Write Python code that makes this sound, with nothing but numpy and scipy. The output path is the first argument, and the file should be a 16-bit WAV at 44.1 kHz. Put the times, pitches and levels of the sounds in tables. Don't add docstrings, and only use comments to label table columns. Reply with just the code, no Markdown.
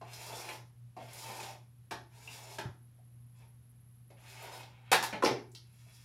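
import sys
import numpy as np
from scipy import signal
from scipy.fft import rfft, irfft
from scipy.io import wavfile
from scipy.ndimage import uniform_filter1d

SR = 44100
rng = np.random.default_rng(int(sys.argv[2]) if len(sys.argv) > 2 else 0)


def master_out(mix):
    frames = np.transpose(np.atleast_2d(mix))
    ceiling = np.clip(frames, -1, 1)
    pcm = np.round(ceiling * 32767).astype(np.int16)
    wavfile.write(sys.argv[1], SR, pcm)


N = 266576
T = np.arange(N) / SR


# (low edge [Hz], high edge [Hz])
FRICTION_BANDS = [(300, 1050), (1200, 3300), (4200, 12950)]
# (start [s], full speed [s],
# full load [s], release [s], drone gain [dB], rasp gain [dB], hiss gain [dB])
STROKE_GESTURES = [(0.021, 0.206, .4, 0.52, -47.5, -50.5, -48.5),
                   (0.952, 1.165, 1.346, 1.49, -50.5, -51.5, -49.5),
                   (2.087, 2.3, 2.344, 2.543, -57, -58, -53),
                   (3.321, 3.362, 3.42, 3.416, -65.5, -66, -70.5), (4.16, 4.292, 4.44, 4.6, -52, -52, -55),
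                   (4.624, 4.64, 4.66, 5.06, -73.5, -67, -82),
                   (5.606, 5.94, 5.93, 6.03, -79.5, -67.5, -62.5)]
def strokes():
    touch_s, release_db_per_s, snag_db = 0.032, 265.5, 2
    onset_db = np.array([[-19.5], [-10], [-17]])
    gains = np.zeros((3, N))
    for start, fast, loaded, release, *full_db in STROKE_GESTURES:
        speed, load = (np.clip((T - start) / (full - start), 0, 1) for full in (fast, loaded))
        drive = np.array([load, load, speed])
        db = np.array(full_db)[:, None] + onset_db * (1 - drive)
        db -= release_db_per_s * np.maximum(T - release, 0)
        gains += np.clip((T - start) / touch_s, 0, 1) * undb(db)
    out = 0
    for gain, (lo, hi), bare_db in zip(gains, FRICTION_BANDS, (5, 0.5, 0.5)):
        rub = paddle(slips()) + undb(bare_db) * slips()
        snags = undb(snag_db * walk(40))
        out += gain * snags * level(band(rub, lo, hi), -8)
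    return out


def slips(per_s=4000, spread_db=2.5):
    slipping = rng.random(N) < per_s / SR
    return slipping * rng.standard_normal(N) * undb(spread_db * rng.exponential(size=N))


# (frequency [Hz], relative level [dB], decay time T60 [s])
PADDLE_MODES = [(381, -2.5, 0.028), (874, 4, 0.012), (1130, -32.5, 0.0076), (1390, -12, 0.012),
                (1830, -7, 0.023), (2137, 0.5, 0.015), (2574, 6.5, 0.0072), (3393, -1.5, 0.012),
                (3860, -5, 0.0089), (5120, -9, 0.015), (5630, -5.5, 0.0082), (7080, -2.5, 0.014),
                (9150, -27, 0.0082)]
def paddle(force):
    t = T[:SR // 8]
    ring = sum((-1) ** k * undb(db) * np.sin(2 * np.pi * hz * t) * 1000 ** (-t / t60)
               for k, (hz, db, t60) in enumerate(PADDLE_MODES))
    return convolve_unit_energy(force, ring)


# (time [s], gain [dB], hardness tilt [dB/octave],
# spot resonance [Hz], its width [Hz], its level over the rattle [dB], contact decay time [ms])
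IMPACTS = [(.012, -54, -3, 774, 403, 10, 4.5), (.132, -48.5, 4, 5050, 3020, -1.5, 3.4),
           (.212, -67, 3, 705, 200, 12, 3.3), (.324, -57.5, -3, 3440, 60, 7, 9.9),
           (.488, -48.5, 2, 2240, 1500, 8.5, 3.7), (.965, -54.5, -3, 740, 350, 10.5, 5.8),
           (1.005, -57, -3.5, 660, 200, 9, 5.3), (1.132, -42.5, 9, 533, 200, -16, 2.3),
           (1.29, -50.5, -6, 824, 200, 3.5, 3.3), (1.399, -47, 1, 2430, 300, -5, 5.5),
           (1.429, -46, 1, 3480, 400, -8, 4.8), (1.909, -41.5, -0.8, 1574, 497, -9, 5.8),
           (2.275, -52.5, 3, 2630, 252, 19.5, 1.47), (2.379, -55, 4, 910, 300, 2.5, 3.2),
           (2.584, -40, -0.5, 1590, 596, -1.5, 3.8), (2.642, -52.5, -7, 565, 900, 2.5, 6.3),
           (2.979, -69.5, -11, 640, 298, 1.5, 4.3), (3.399, -72, -2, 734, 300, -3, 4.3),
           (4.102, -63, -2, 445, 407, 5, 5.7), (4.423, -46, 13, 700, 200, -9, 2.3),
           (4.631, -55.5, -0.5, 4000, 2000, 0.5, 3), (4.916, -17.5, 0.5, 880, 300, -1, 2.38),
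           (4.928, -20, 2.2, 1800, 1000, 3, 2.15), (5.026, -27.5, 1, 2700, 200, -4.5, 1.8),
           (5.037, -31, 5, 1830, 200, -7.5, 2.5), (5.126, -43, -4, 2120, 1160, 0.5, 9.1),
           (5.223, -37, -2.5, 1110, 700, 7.5, 4.9), (5.236, -29, 1.5, 382, 250, 17, 1.31),
           (5.246, -31, -1, 5330, 1500, -0.5, 3.53), (5.258, -34.5, -1, 2370, 1210, 6.5, 3.5),
           (5.309, -38, -3, 397, 149, 11, 3.07), (5.516, -62, 12.5, 7500, 3060, 7, 1.8),
           (5.549, -55, 1.5, 4010, 4500, 16.5, 1.3), (5.863, -66, -8, 600, 494, -0.5, 4.7)]
def bumps(rise_ms=1.06, low_hz=227, top_hz=11700, bare_db=4):
    t = T[:SR // 10]
    hz = np.maximum(np.fft.rfftfreq(len(t), 1 / SR), 1)
    highpass = 1 / (1 - 1j * low_hz / hz) ** 2
    lowpass = 1 / (1 - (hz / top_hz) ** 2 + 1j * hz / top_hz) ** 2
    rise = 1 - np.exp(-t * 1000 / rise_ms)
    force = np.zeros((2, N + len(t)))
    for s, db, hardness, spot_hz, width_hz, spot_db, decay_ms in IMPACTS:
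        envelope = rise * np.exp(-t * 1000 / decay_ms)
        burst = rfft(rng.standard_normal((2, len(t))) * envelope)
        local_power = uniform_filter1d(np.abs(burst) ** 2, size=25)
        burst *= np.sqrt(np.sum(envelope ** 2) / local_power)
        rattle = level(highpass * lowpass * undb(hardness * np.log2(hz)) / np.sqrt(hz), 0)
        spot = level(1 / (1 + 1j * (hz - spot_hz ** 2 / hz) / width_hz) ** 2, spot_db)
        ringing, bare = burst * rattle
        contacts = irfft(np.array([ringing, bare + burst[0] * spot]), len(t)) * (t < t[-1] / 2)
        onset = int(s * SR)
        force[:, onset:onset + len(t)] += undb(db) * contacts
    return paddle(force[0, :N]) + undb(bare_db) * force[1, :N]


# (time [s], gain [dB], frequency [Hz], decay time T60 [s])
LOW_BLOWS = [(1.932, -43, 90, 0.065), (2.654, -30, 123, 0.14), (2.69, -39, 109.5, 0.13),
             (4.929, -39, 169, 0.26), (5.239, -45, 92, 0.13), (5.304, -36, 128, 0.23)]
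def thumps(roughness_db=3.5):
    out = np.zeros(N)
    for s, db, hz, t60 in LOW_BLOWS:
        t = np.maximum(T - s, 0)
        envelope = (1 - np.exp(-t * hz * 3.7)) * 1000 ** (-t / t60)
        out += undb(db) * envelope * np.sin(2 * np.pi * hz * t)
    return out * undb(roughness_db * walk(76))


# (low edge [Hz], high edge [Hz], relative level [dB], decay time T60 [s])
ROOM_BANDS = [(155, 349, 5, 0.41), (477, 2080, 7, 0.32), (2805, 6010, 8.5, 0.29), (7860, 19100, 7, 0.22)]
def room(direct, echo_db=6, first_wall_ms=1.04):
    t = T[:SR // 2]
    build_up = np.clip(t * 1000 / first_wall_ms, 0, 1) ** 2
    shares = np.array([walk(6) for _ in range(4)])
    shares /= np.sqrt(np.sum(shares ** 2, axis=0))
    out = direct.copy()
    for share in shares:
        noise = rng.standard_normal(len(t))
        echo = sum(undb(db) * band(noise, lo, hi) * 1000 ** (-t / t60) for lo, hi, db, t60 in ROOM_BANDS)
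        out += undb(echo_db) * convolve_unit_energy(direct * share, echo * build_up)
    return out


def treble_rolloff(x, corner_hz=9500):
    return signal.sosfilt(signal.butter(1, corner_hz, fs=SR, output="sos"), x)


# (frequency [Hz], median rms level [dB])
MOTOR_HARMONICS = [(120, -56.5), (240, -80)]
def motor_hum(waver_db=2.1):
    tone = sum(np.sqrt(2) * undb(db) * np.sin(2 * np.pi * hz * T) for hz, db in MOTOR_HARMONICS)
    return tone * undb(waver_db * walk(25))


# (frequency [Hz], relative spectral density [dB])
NOISE_SPECTRUM = [(20, -33.5), (35, -48.5), (55, -11.5), (95, -10), (120, -19.5), (150, -13.5),
                  (200, -18.5), (270, -26.5), (400, -33.5), (2300, -41), (8000, -49), (9800, -40),
                  (11200, -27.5), (12500, -48.5), (15800, -55)]
# (time [s], gain [dB])
HISS_CONTOUR = [(1, -6), (4.2, 0.5), (4.6, -23), (4.9, -10), (5.45, -4), (5.8, -0.5)]
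def rumble_and_hiss(flicker_db=2.2):
    hz = np.maximum(np.fft.rfftfreq(N, 1 / SR), 1)
    knot_hz, knot_db = np.transpose(NOISE_SPECTRUM)
    shape = undb(np.interp(np.log(hz), np.log(knot_hz), knot_db))
    noise = level(irfft(rfft(rng.standard_normal(N)) * shape, N), -66)
    hiss = band(noise, 8000, 13600)
    hiss_gain = undb(flicker_db * walk(160) + np.interp(T, *np.transpose(HISS_CONTOUR)))
    return noise + hiss * (hiss_gain - 1)


def undb(db):
    return 10 ** (np.asarray(db) / 20)


def level(x, db):
    return x * undb(db) / np.sqrt(np.mean(np.abs(x) ** 2))


def band(x, lo_hz, hi_hz):
    edges_hz = [lo_hz, min(hi_hz, .45 * SR)]
    return signal.sosfilt(signal.butter(2, edges_hz, "band", fs=SR, output="sos"), x)


def walk(rate_hz):
    hold = int(SR / rate_hz)
    steps = np.repeat(rng.standard_normal(N // hold + 1), hold)
    return 1.32 * uniform_filter1d(uniform_filter1d(steps, hold), hold)[:N]


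def convolve_unit_energy(x, response):
    return signal.fftconvolve(x, response / np.sqrt(np.sum(response ** 2)))[:N]


def scene():
    brush = treble_rolloff(room(strokes() + bumps()))
    return (brush + thumps() + rumble_and_hiss() + motor_hum())[None]


def record(dry):
    low_cut_hz, top_hz = 52, 15750
    thin = signal.sosfilt(signal.butter(4, low_cut_hz, "highpass", fs=SR, output="sos"), dry)
    return signal.sosfilt(signal.ellip(10, .2, 70, top_hz, fs=SR, output="sos"), thin)


dry = scene()
out = record(dry)
master_out(out)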